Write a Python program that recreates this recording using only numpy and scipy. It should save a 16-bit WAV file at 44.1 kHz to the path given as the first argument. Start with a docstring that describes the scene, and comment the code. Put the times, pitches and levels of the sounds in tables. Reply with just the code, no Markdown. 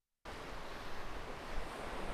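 """Surf on a sandy beach, some way off: a moment of near silence, then the sound cuts in abruptly.
Over the even rush of the sea, a spent wave hisses up the sand and fades, then the next one breaks:
its foam fizzes first, its low roar swells after, and a deep rumble follows as the crest collapses.
Small tumbles, slaps, splashes and tiny bubbles add detail, and a light wind buffets the microphone.
Most sounds are noise shaped in pitch and loudness; the bubbles are short dying tones."""
import sys
import numpy as np
from scipy import signal
from scipy.fft import rfft, irfft, next_fast_len
from scipy.io import wavfile
from scipy.ndimage import uniform_filter1d, map_coordinates

SR = 44100
rng = np.random.default_rng(int(sys.argv[2]) if len(sys.argv) > 2 else 0)


def master(y):
    """Save y as 16-bit WAV."""
    cut = np.clip(np.atleast_2d(y).T, -1, 1)
    pcm = np.round(cut * 32767)  # scale
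    wavfile.write(sys.argv[1], SR, pcm.astype(np.int16))


N = 94153  # length in samples


def amp(db):
    """Turn decibels into a gain."""
    return 10 ** (np.asarray(db) / 20)


def unit(x):
    """Scale a sound to an average (rms) strength of 1."""
    return x / np.sqrt(np.mean(x ** 2) + 1e-20)


def clock():
    """Give the time of every sample in seconds."""
    return np.arange(N) / SR


def curve(rows):
    """Join (time in seconds, value) points by straight lines."""
    return np.interp(clock(), *np.transpose(rows))


def wobble(rate):
    """Draw a smooth random curve through rate random points a second."""
    return map_coordinates(rng.standard_normal(400), [clock() * rate], mode="mirror")


def swell(s, width):
    """Rise and fall smoothly as a bell curve around time s; width is its standard deviation (s)."""
    return np.exp(-.5 * ((clock() - s) / width) ** 2)


def filtered(x, response):
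    """Multiply each frequency of a sound by the gain that response gives for it."""
    m = next_fast_len(N + 8192)  # spare room keeps the end from wrapping onto the start
    gain = response(np.fft.rfftfreq(m, 1 / SR))
    return irfft(rfft(x, m) * gain, m)[:N]


def rush(spectrum, patchy_db):
    """Make noise of rms 1 with the given spectrum and random louder and softer patches."""
    z = signal.stft(rng.standard_normal(N), nperseg=512)[2]
    # smooth a random field over frequency, then over time
    field = uniform_filter1d(rng.standard_normal(z.shape), size=7, axis=0)
    field = uniform_filter1d(field, size=16, axis=1, mode="wrap")
    patches = amp(patchy_db * unit(field))
    noise = signal.istft(z * patches, nperseg=512)[1][:N]
    hz, db = np.transpose(spectrum)

    def response(f):
        """Join the spectrum's points by straight lines over log frequency."""
        return amp(np.interp(np.log(f + 1), np.log(hz + 1), db))

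    return unit(filtered(noise, response))


def sea():
    """Many far waves merge into an even, slightly restless rush."""
    # tone of the sea: pitch_hz [Hz], relative level_db [dB per Hz]
    sea_spectrum = [(30, -11), (100, -2.5), (190, -3), (420, -0.5), (750, -3), (1100, -2), (1400, -6.5),
                    (1900, -8), (3000, -14.5), (5000, -21.5), (7500, -29), (12000, -34), (14000, -40.5),
                    (15500, -51)]
    level_db = -49 + 0.25 * wobble(12.96)
    return amp(level_db) * rush(sea_spectrum, patchy_db=0.5)


def wind():
    """Gusts push slow eddies across the microphone, and brief ones bump it."""
    # tone of the buffeting: pitch_hz [Hz], relative level_db [dB per Hz]
    buffet_spectrum = [(2, -17.5), (8, 3), (14, -9.5), (24, -3.5), (35, -12.5), (55, -17), (80, -25),
                       (120, -44), (300, -64), (1500, -100)]
    # wind strength: time_s [s], level_db [dB]
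    wind_level = [(.25, -48.5), (.46, -54), (.54, -45.5), (.8, -47.5), (1.0, -42.5), (1.2, -41),
                  (1.44, -50), (1.58, -36), (1.76, -54), (1.87, -45.5), (2.13, -44.5)]
    # eddies that bump the microphone: peak_s [s], level_db [dB]
    bump_events = [(.335, -51), (.68, -55), (.73, -50), (1.062, -48), (1.165, -46), (1.4, -48.5),
                   (1.58, -61), (1.86, -55), (2.1, -46)]
    # tone of a bump: pitch_hz [Hz], relative level_db [dB per Hz]
    bump_spectrum = [(15, -9), (42, 4), (65, -1.5), (100, -12), (200, -38), (800, -70)]
    bump_width_s = 0.014
    gusts = amp(curve(wind_level) + 0.41 * wobble(14)) * rush(buffet_spectrum, patchy_db=0.77)
    bump_strength = sum(amp(db) * swell(s, bump_width_s) for s, db in bump_events)
    return gusts + bump_strength * rush(bump_spectrum, patchy_db=-1.6)


def tumbles():
    """Small waves fold over at the water's edge, each with a short soft rush at its own pitch."""
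    # small waves: peak_s [s], width_s [s], level_db [dB], pitch_hz [Hz]
    tumble_events = [(0.301, 0.022, -49, 830), (0.498, .018, -51.5, 680), (0.715, 0.016, -53.5, 600),
                     (1.162, 0.031, -50, 520), (1.303, 0.024, -50.5, 490), (1.55, 0.021, -56, 596),
                     (1.672, .02, -52.5, 700)]
    # tone of a tumble: multiple of its pitch [times], relative level_db [dB per Hz]
    tumble_spectrum = [(.1, -20), (.45, 0), (1, 3.5), (1.7, -3), (4, -22), (15, -46)]
    total = np.zeros(N)
    for s, width, db, hz in tumble_events:
        spectrum = [(k * hz, d) for k, d in tumble_spectrum]
        total += amp(db) * swell(s, width) * rush(spectrum, patchy_db=0.7)
    return total


def slaps():
    """Thin sheets of water slap down in short bursts of noise, each with its own pitch."""
    # slapping sheets: peak_s [s], width_s [s], level_db [dB], pitch_hz [Hz]
    slap_events = [(0.35, 0.015, -58.5, 2100), (.46, 0.023, -58, 1940), (.645, 0.0087, -56, 1150),
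                   (.745, 0.022, -56.5, 1690), (0.998, 0.026, -54.5, 1340), (1.135, 0.056, -61.5, 2560),
                   (1.522, .018, -56, 2010), (1.729, 0.027, -52, 1200), (2.115, 0.011, -51, 1150)]
    # tone of a slap: multiple of its pitch [times], relative level_db [dB per Hz]
    slap_spectrum = [(.2, -27), (.6, -8), (.85, 4.5), (1.15, 0.5), (1.7, -16), (3, -20), (7, -40)]
    total = np.zeros(N)
    for s, width, db, hz in slap_events:
        spectrum = [(k * hz, d) for k, d in slap_spectrum]
        total += amp(db) * swell(s, width) * rush(spectrum, patchy_db=0.4)
    return total


def spray():
    """Flung water lands in very brief bright splashes of noise."""
    # splashes: peak_s [s], level_db [dB], pitch_hz [Hz]
    splash_events = [(0.261, -53, 4500), (0.288, -65, 9000), (.319, -62, 7200), (0.322, -54, 4700),
                     (.335, -61.5, 10000), (.3775, -58, 4500), (.4, -63, 8800), (.66, -57, 4000),
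                     (0.704, -64, 9800), (.736, -66, 7450), (1.485, -61, 4400), (1.695, -57, 4500),
                     (1.966, -64, 9000)]
    # tone of a splash: multiple of its pitch [times], relative level_db [dB per Hz]
    splash_spectrum = [(.2, -26), (.6, 2), (.9, 5), (1.05, 5), (1.25, -3), (1.6, -22), (3, -36)]
    splash_width_s = 0.00099
    total = np.zeros(N)
    for s, db, hz in splash_events:
        spectrum = [(k * hz, d) for k, d in splash_spectrum]
        total += amp(db) * swell(s, splash_width_s) * rush(spectrum, patchy_db=4.0)
    return total


def bubbles():
    """Countless tiny bubbles ring for a few cycles and give the hiss its grain."""
    bubbles_per_s, middle_hz, pitch_spread = 900, 3000, 0.38  # spread in natural-log units
    ring_cycles, scatter_db = 2.3, 6  # cycles to fade by 60 dB; typical difference in loudness
    count = int(bubbles_per_s * N / SR)
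    when, size = rng.random((2, count, 1))
    hz = middle_hz * np.exp(pitch_spread * rng.standard_normal((count, 1)))
    hz = np.clip(hz, 600, 13000)
    k = np.arange(256)  # samples in each ring
    cycles = hz * k / SR
    # a few bubbles are much louder than most, and lower ones tend to be louder
    loudness = amp(-scatter_db * np.log(1 - .99 * size)) * np.sqrt(middle_hz / hz)
    fade = np.exp(-np.log(1000) * cycles / ring_cycles)
    rings = loudness * np.sin(2 * np.pi * cycles) * fade
    # add every ring at its own random time
    places = (when * N).astype(int) + k
    total = np.bincount(places.ravel(), rings.ravel(), N)[:N]
    return amp(-67) * unit(total)


def wash():
    """Each sheet of water hisses up the sand with a fine sizzle that swells and fades with it."""
    # sheets of water: peak_s [s], width_s [s], hiss level_db [dB], sizzle level_db [dB]
    wash_events = [(0.282, 0.28, -61, -90), (0.743, 0.034, -66.5, -83), (0.907, 0.15, -58.5, -78),
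                   (1.535, 0.093, -60, -88), (1.745, 0.056, -64.5, -79)]
    # tone of water washing up the sand: pitch_hz [Hz], relative level_db [dB per Hz]
    wash_spectrum = [(500, -31), (1100, 7), (1700, 10.5), (2600, 0), (3400, 5), (4100, 6), (5000, 1),
                     (6500, -8), (8500, -24), (15500, -45)]
    # fine high sizzle over the hiss: pitch_hz [Hz], relative level_db [dB per Hz]
    sizzle_spectrum = [(8000, -30), (10500, -6), (12200, 0), (13500, -4), (15500, -15)]
    hiss = sum(amp(db) * swell(s, width) for s, width, db, _ in wash_events)
    sizzle = sum(amp(db) * swell(s, width) for s, width, _, db in wash_events)
    return hiss * rush(wash_spectrum, patchy_db=2.0) + sizzle * rush(sizzle_spectrum, patchy_db=1.0)


def foam():
    """Fresh foam fizzes high above the roar."""
    # tone of the foam: pitch_hz [Hz], relative level_db [dB per Hz]
    foam_spectrum = [(2000, -20), (5500, -12), (7200, -1), (8500, 5.5), (9600, 3.5), (10600, -4),
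                     (11800, -3), (13500, -18), (15500, -15)]
    # foam strength: time_s [s], level_db [dB]
    foam_level = [(.25, -78), (.34, -74.5), (.52, -80.5), (1.28, -88), (1.45, -71.5), (1.58, -75),
                  (1.7, -67), (1.9, -69.5), (2.13, -68)]
    return amp(curve(foam_level) + 0.38 * wobble(20)) * rush(foam_spectrum, patchy_db=2.1)


def breaker():
    """The roar grows as more of the crest tumbles over; its collapse adds a deep churning rumble."""
    # tone of the breaking wave's roar: pitch_hz [Hz], relative level_db [dB per Hz]
    roar_spectrum = [(40, -17), (110, -5.5), (280, -1.5), (450, 0), (600, 3.5), (900, -2), (1400, -6.5),
                     (2700, -13), (5000, -24), (12000, -57)]
    # deep rumble of the collapsing crest: pitch_hz [Hz], relative level_db [dB per Hz]
    rumble_spectrum = [(40, -11), (100, -1), (155, -4.5), (210, 1.5), (310, -6.5), (480, -7.5), (750, -18),
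                       (3000, -60)]
    break_s, crest_s, rise_db = 1.44, 1.915, 9  # the roar rises by rise_db between these times
    collapse_s, collapse_width_s = 2.064, .11
    rise = curve([(0, -35), (break_s, -rise_db), (crest_s, 0)])
    roar = amp(-47 + rise + 0.55 * wobble(16)) * rush(roar_spectrum, patchy_db=-0.2)
    churn = amp(-51 + 2 * wobble(35)) * swell(collapse_s, collapse_width_s)
    return roar + churn * rush(rumble_spectrum, patchy_db=0.7)


def scene():
    """Add sea, wind and waves at one microphone."""
    background = sea() + wind()
    small_sounds = tumbles() + slaps() + spray() + bubbles()
    waves = wash() + foam() + breaker()
    return (background + small_sounds + waves)[None]


def record(dry):
    """Cut the sound in over faint electronic noise and drop everything above the top frequency."""
    # faint hum and hiss of the electronics: pitch_hz [Hz], relative level_db [dB per Hz]
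    idle_spectrum = [(20, 3.5), (60, -13), (150, -20), (400, -27), (1500, -29.5), (13500, -31),
                     (15000, -43)]
    start_s, fade_in_s, top_hz = .251, 0.0036, 15500
    opened = np.clip((clock() - start_s) / fade_in_s, 0, 1)
    idle = amp(-88) * rush(idle_spectrum, patchy_db=0.6)
    return filtered(dry[0] * opened + idle, lambda hz: hz < top_hz)[None]


dry = scene()
out = record(dry)
master(out)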